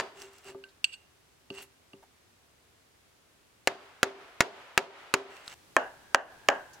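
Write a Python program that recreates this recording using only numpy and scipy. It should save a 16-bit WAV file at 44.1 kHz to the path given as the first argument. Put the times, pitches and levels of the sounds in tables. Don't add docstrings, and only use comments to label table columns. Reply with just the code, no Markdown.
import sys
import numpy as np
from scipy import signal
from scipy.fft import rfft, irfft, next_fast_len
from scipy.io import wavfile
from scipy.ndimage import minimum_filter1d

SR = 44100
rng = np.random.default_rng(int(sys.argv[2]) if len(sys.argv) > 2 else 0)


def persist_wave(psi):
    counts = np.round(np.clip(psi, -1, 1) * 32767).astype(np.int16)
    wavfile.write(sys.argv[1], SR, np.atleast_2d(counts).T)


N = 299880
MOVE_S = 5.542
CUTOFF_HZ = 16300
RING_SAMPLES = 54000


def amp(db):
    return 10 ** (np.asarray(db) / 20)


def rms_one(x):
    return x / np.sqrt(np.mean(x ** 2) + 1e-20)


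def unit_energy(response):
    return response / np.sqrt(np.sum(response ** 2) / 2)


def at_hz(points, hz):
    f, value = np.transpose(points)
    return np.interp(np.log(hz + 1), np.log(f), value)


def add(out, s, sound):
    at = int(round(s * SR))
    first, last = max(at, 0), min(at + sound.shape[-1], N)
    out[:, first:last] += sound[..., first - at:last - at]


def panned(db):
    return amp(np.array([[db], [-db]]) / 2)


def edge(x, hz, kind, order):
    return signal.sosfilt(signal.butter(order, hz, kind, fs=SR, output="sos"), x)


def through(x, response):
    return signal.fftconvolve(np.atleast_2d(x), response, axes=1)[:, :N]


def noise(spectrum, likeness, size):
    fft_size = next_fast_len(size)
    hz = np.fft.rfftfreq(fft_size, 1 / SR)
    mid, side = rfft(rng.standard_normal((2, fft_size)))
    alike = np.clip(at_hz(likeness, hz), 0, 1)
    pair = np.sqrt(1 + alike) * mid + np.sqrt(1 - alike) * side * [[1], [-1]]
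    return rms_one(irfft(pair * amp(at_hz(spectrum, hz)), fft_size)[:, :size])


def dying(spectrum, likeness, t60, rise):
    t = np.arange(RING_SAMPLES) / SR
    decay = np.exp(-np.log(1000) * t / t60)
    return noise(spectrum, likeness, size=len(t)) * decay * (1 - np.exp(-t / rise))


def struck(modes, width):
    t = np.arange(RING_SAMPLES // 2) / SR
    hz, db, t60 = np.transpose(modes)[:, :, None]
    sign = (-1) ** np.arange(len(hz))[:, None]
    strength = amp(db + rng.standard_normal(hz.shape))
    swing = sign * strength * np.exp(-np.log(1000) * t / t60)
    apart = sign * width * np.sqrt(hz / CUTOFF_HZ)
    pair = [(swing * np.sin(2 * np.pi * hz * t + side * apart)).sum(0) for side in (-1, 1)]
    return np.pad(pair, [(0, 0), (0, RING_SAMPLES - len(t))])


# (frequency [Hz], relative density [dB per Hz])
HISS = [(15, -44.5), (25, -21.5), (80, -6.5), (217, -14), (242, -11.5), (354, -11.5), (394, -11),
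        (489, -14), (624, -14.5), (1790, -17.5), (2760, -19), (9840, -26), (16000, -33.5)]
# (frequency [Hz], likeness [0 to 1])
HISS_LIKENESS = [(60, 0.84), (240, 0.277), (950, 0.09), (3770, 0.0355), (15000, 0.05)]


def hiss(moved):
    return amp(-64 + 1.0 * moved) * noise(HISS, HISS_LIKENESS, size=N)


# (frequency [Hz], relative level [dB], t60 [s])
BEAM_MODES = [(82.3, -26.5, 0.253), (147, -10, 0.058), (205, -20.5, 0.26), (271, -12, 0.33),
              (358, 0.5, 0.056), (392.5, 2, 0.34), (438, -8, 0.12), (482, -14, 0.03), (550.5, -8, 0.28),
              (676, -0.5, 0.037), (886, -7.5, 0.071), (1184, -5.5, 0.047)]
# (frequency [Hz], relative density [dB per Hz])
CRACK_COLOUR = [(100, -23.5), (400, 4), (1000, 5.5), (2300, 7), (3600, -6.5), (7000, -7), (10000, -26),
                (16000, -28)]
# (frequency [Hz], likeness [0 to 1])
NEAR_ALIKE = [(200, 0.88), (1500, 0.93), (4000, 0.74), (9000, 0.22)]
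ECHO_ALIKE = [(200, 1), (950, .6), (3000, 0.033), (12000, 0.107)]
REBOUND_S, REBOUND_DB = 0.011, -20
BLADE_RING_HZ, BLADE_RING_SPLIT_HZ, BLADE_RING_T60_S = 4670, 95, 0.49


def chop(blows, body, echo, linger, knock_db, knock_t60, crack_db, crack_t60, beam_db,
         echo_db, echo_t60, linger_db, linger_t60, bass_hz, thump_db):
    out = np.zeros((2, N))
    for s, force_db, knock_hz, split_db, ring_db, steel_db in blows:
        knock = struck([(knock_hz, knock_db, knock_t60)], width=.3) + struck(body, width=0.083)
        knock = edge(knock, bass_hz, "high", order=2)
        thump = struck([(84, thump_db + ring_db, 0.013)], width=0)
        crack = amp(crack_db + split_db) * dying(CRACK_COLOUR, NEAR_ALIKE, crack_t60, rise=0.0001)
        attack = knock + thump + crack
        beam = amp(beam_db + ring_db) * struck(BEAM_MODES, width=0.27)
        pair_hz = (BLADE_RING_HZ, BLADE_RING_HZ + BLADE_RING_SPLIT_HZ)
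        blade = struck([(hz, steel_db, BLADE_RING_T60_S) for hz in pair_hz], width=0.71)
        first_echo = amp(echo_db) * dying(echo, ECHO_ALIKE, echo_t60, rise=0.0064)
        long_echo = amp(linger_db) * dying(linger, ECHO_ALIKE, linger_t60, rise=0.021)
        blow = panned(-0.61) * attack + beam + blade + first_echo + long_echo
        add(out, s, amp(force_db) * blow)
        rebound_s = REBOUND_S * rng.uniform(.65, 1.35)
        add(out, s + rebound_s, amp(force_db + REBOUND_DB) * attack)
    return out


# (time [s], force [dB], knock [Hz], relative crack [dB], beam ring [dB], blade ring [dB])
MALLET_BLOWS = [(-0.003, -11.5, 1740, -0.5, -9, -46.5), (3.6733, -7, 730, 1, 0, -50.5),
                (4.0304, -4, 1576, 1.5, 7.5, -66), (4.4058, -2.5, 1927, 5, -5, -58),
                (4.7768, -1.5, 1820, 2, 1.5, -60), (5.1397, -4, 1497, 1, 7.5, -63.5),
                (5.7656, -9, 1084, 1, -23, -72), (6.1464, -7, 998, 10, -20, -67),
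                (6.4864, -7.5, 1188, 8, -7, -65)]
# (frequency [Hz], relative level [dB], t60 [s])
ABOVE_BODY = [(184, -28, 0.015), (341, -22.5, 0.03), (587, -15, 0.043), (675, -27.5, 0.016),
              (904, -19.5, 0.071), (1180, -16.5, 0.027), (1671, -5, 0.021), (2224, -23, 0.0157),
              (2700, -1.5, 0.0093), (3085, -20.5, 0.03), (3974, -2, 0.0053), (4794, -16.5, 0.027),
              (5690, -28, 0.015), (6840, -13.5, 0.024), (8570, -16, 0.0091), (10440, -13, 0.0063)]
# (frequency [Hz], relative density [dB per Hz])
ABOVE_ECHO = [(59, -64.5), (100, -29), (317, -17.5), (399, -3), (472, -15), (718, -7), (797, -14.5),
              (904, -11.5), (2230, -22), (2860, -22.5), (6620, -36), (15000, -56.5)]
ABOVE_LINGER = [(88, -42), (150, -33.5), (225, -17.5), (255, -12), (368, -6.5), (442, -4), (739, 0),
                (1150, -1.5), (1310, 0.5), (2980, -6.5), (12000, -35.5), (15600, -69.5), (22000, -120)]


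def blows_from_above():
    early = [blow for blow in MALLET_BLOWS if blow[0] < MOVE_S]
    return chop(early, ABOVE_BODY, ABOVE_ECHO, ABOVE_LINGER, knock_db=2.0, knock_t60=0.013,
                crack_db=-3, crack_t60=0.028, beam_db=-28.5, echo_db=-22.5, echo_t60=0.36,
                linger_db=-44.5, linger_t60=2.67, bass_hz=227.5, thump_db=-26.0)


def slips(per_s, spread_db):
    sizes = amp(spread_db * np.minimum(rng.exponential(1, N), 3)) * rng.choice([-1, 1], N)
    return rms_one(sizes * (rng.random(N) < per_s / SR))


def stroke(start, length):
    return np.interp((np.arange(N) / SR - start) / length, [0, 0.49, 1], [0, 1, 0])


def splinter(hz, t60):
    colour = [(hz / 8, -13), (hz / 2, -6), (hz, 0), (hz * 2, -9), (hz * 4, -24)]
    return dying(colour, NEAR_ALIKE, t60, rise=.0001)


# (start [s], length [s], relative blade [dB], fibre [dB], beam level [dB])
STROKES = [(0.135, 0.17, -56.5, -48.5, -52.5), (0.265, 0.2, -68, -57.5, -72), (0.43, 0.11, -51, -48.5, -46),
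           (0.914, 0.042, -39.5, -69, -72), (1.512, 0.15, -47.5, -48.5, -52), (5.268, 0.2, -60, -58.5, -66),
           (5.411, 0.25, -57, -48.5, -71)]
# (frequency [Hz], relative level [dB], t60 [s])
BLADE_MODES = [(1548, -25.5, 0.13), (2560, -1.5, 0.008), (2804, 2.5, 0.029), (3150, -17, 0.035),
               (3285, -15.5, 0.024), (3960, -13, 0.014), (4410, -14, 0.05), (4660, -7, 0.017),
               (6300, -30, 0.057), (7000, -21.5, 0.043), (8060, -10.5, 0.032), (10890, -22, 0.019),
               (14680, -22.5, 0.01)]
# (frequency [Hz], relative density [dB per Hz])
FIBRE_COLOUR = [(200, -39), (700, 10.5), (2000, 7), (5000, -2.5), (8000, 5.5), (11000, -17), (16000, -26)]


def scrapes(rub_db, crackle_db):
    blade, fibre, beam = sum(amp(levels_db)[:, None] * stroke(start, length)
                             for start, length, *levels_db in STROKES)
    friction = slips(per_s=3000, spread_db=1)
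    blade_response = unit_energy(struck(BLADE_MODES, width=1.06) * panned(-2.5))
    out = through(friction * blade, blade_response)
    out += through(friction * beam, unit_energy(struck(BEAM_MODES, width=0.56)))
    out += amp(rub_db) * fibre * noise(FIBRE_COLOUR, NEAR_ALIKE, size=N)
    for hz in np.geomspace(1200, 7500, num=6):
        breaks = slips(per_s=90, spread_db=4.5)
        out += amp(crackle_db) * through(breaks * fibre, unit_energy(splinter(hz, t60=0.0066)))
    return out


# (time [s], relative level [dB], pitch [Hz])
CHIPS = [(0.2186, -26.5, 5100), (0.384, -35.5, 5400), (1.6284, -31, 2900), (5.367, -28.5, 2600),
         (5.4787, -19.5, 3700), (5.5272, -29, 2510)]


def snaps(level_db, t60):
    out = np.zeros((2, N))
    for s, db, hz in CHIPS:
        add(out, s, amp(db + level_db) * splinter(hz, t60))
    return out


# (time [s], relative ring [dB], relative thud [dB])
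BEAM_BUMPS = [(0.547, -42.5, -78), (1.503, -43, -44), (1.934, -52, -50)]
# (frequency [Hz], relative level [dB], t60 [s])
THUD_MODES = [(98, -11, 0.14), (148, -6.5, 0.095), (207, -3.5, 0.13), (286, 1, 0.13)]


def bumps():
    out = np.zeros((2, N))
    for s, ring_db, thud_db in BEAM_BUMPS:
        ring = amp(ring_db) * struck(BEAM_MODES, width=0.7)
        thud = amp(thud_db) * struck(THUD_MODES, width=0.54)
        add(out, s, ring + thud)
    return out


# (time [s], relative level [dB], extra level of that mode [dB])
BLADE_CLINKS = [(0.639, -40, 19.5), (0.8432, -15, -13.5), (1.503, -35, 0), (1.933, -45, -2)]
HARD_DB, HARD_EDGE_HZ, SOFTENING = -14, 13500, .38


def clinks():
    out = np.zeros((2, N))
    (low_hz, low_db, low_t60), *higher = BLADE_MODES
    for s, db, bend_db in BLADE_CLINKS:
        ring = struck([(low_hz, low_db + bend_db, low_t60), *higher], width=1.13)
        bite = amp(-10) * edge(splinter(hz=3420, t60=0.019), 1970, "high", order=4)
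        treble_hz = HARD_EDGE_HZ * amp(SOFTENING * (db - HARD_DB))
        add(out, s, amp(db) * panned(-3) * edge(ring + bite, treble_hz, "low", order=2))
    return out


# (time [s], relative level [dB], pitch [Hz])
SHAVING_SCUFFS = [(0.685, -54.5, 4560), (1.619, -40.5, 11900), (2.024, -47.5, 910), (6.731, -48.5, 7070)]


def scuffs():
    out = np.zeros((2, N))
    for s, db, hz in SHAVING_SCUFFS:
        colour = [(hz / 3, -20), (hz, 0), (hz * 0.95, -7), (hz * 4, -28)]
        add(out, s, amp(db) * dying(colour, NEAR_ALIKE, t60=0.08, rise=0.006))
    return out


def in_shop(handling):
    shop = unit_energy(dying(FIBRE_COLOUR, ECHO_ALIKE, t60=0.41, rise=0.004))
    return handling + amp(-24.0) * through(handling, shop)


# (frequency [Hz], relative level [dB], t60 [s])
END_BODY = [(263.5, -29.5, 0.17), (332, -14.5, 0.029), (556, -14, 0.054), (634, -11.5, 0.043),
            (814, -21.5, 0.088), (1000, -14, 0.026), (1280, -10, 0.026), (1630, -8, 0.031),
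            (1763, -7.5, 0.027), (2510, -14, 0.016), (2870, -31, 0.011), (3206, -19.5, 0.022),
            (7700, -9.5, 0.0017)]
# (frequency [Hz], relative density [dB per Hz])
END_ECHO = [(88, -64), (150, -30), (375, -8.5), (451, -8.5), (650, 1), (856, -3), (956, -4), (1380, -10),
            (1570, -0.5), (2300, -23.5), (2870, -15.5), (3450, -31.5), (5160, -37), (6670, -34),
            (12000, -71), (15600, -83), (22000, -120)]
END_LINGER = [(150, -11), (300, -14.5), (900, -2.5), (1250, -14), (1480, -5), (1620, 2.5), (1900, -15),
              (3000, -17), (8000, -39)]


def blows_from_end():
    late = [blow for blow in MALLET_BLOWS if blow[0] > MOVE_S]
    return chop(late, END_BODY, END_ECHO, END_LINGER, knock_db=-1, knock_t60=0.014,
                crack_db=-10.0, crack_t60=0.013, beam_db=-28.5, echo_db=-19.5, echo_t60=0.33,
                linger_db=-50.5, linger_t60=3.8, bass_hz=200, thump_db=-32)


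def scene():
    t = np.arange(N) / SR
    moved = t > MOVE_S
    background = hiss(moved)
    above = blows_from_above()
    handling = scrapes(rub_db=-4.5, crackle_db=-11.5) + snaps(level_db=-10.5, t60=0.011)
    handling = in_shop(handling + bumps() + clinks() + scuffs())
    end = blows_from_end()
    first_end_blow_s = min(blow[0] for blow in MALLET_BLOWS if blow[0] > MOVE_S)
    heard = ~moved | (t > first_end_blow_s)
    return above * ~moved + end + handling * heard + background


def gain_control(x, threshold_db, slope, hold_s, release_db_per_s, attack_s):
    over = slope * np.maximum(20 * np.log10(np.abs(x).max(0) + 1e-9) - threshold_db, 0)
    half = int(hold_s * SR / 2)
    held = -minimum_filter1d(-over, 2 * half + 1, origin=half, mode="constant")
    climb = release_db_per_s * np.arange(N) / SR
    cut = np.maximum.accumulate(held + climb) - climb
    r = np.exp(-1 / (attack_s * SR))
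    smooth_cut = signal.lfilter([1 - r], [1, -r], cut)
    return x * amp(-smooth_cut)


def record(dry):
    ducked = gain_control(dry, threshold_db=-5, slope=0.79, hold_s=.1, release_db_per_s=93, attack_s=0.0021)
    ceiling = .355
    clipped = np.clip(ducked, -ceiling, ceiling)
    volume = amp(3.5 * (np.arange(N) / SR > MOVE_S))
    top_cut = signal.ellip(10, .2, 80, CUTOFF_HZ, fs=SR, output="sos")
    return signal.sosfilt(top_cut, volume * clipped)


dry = scene()
out = record(dry)
persist_wave(out)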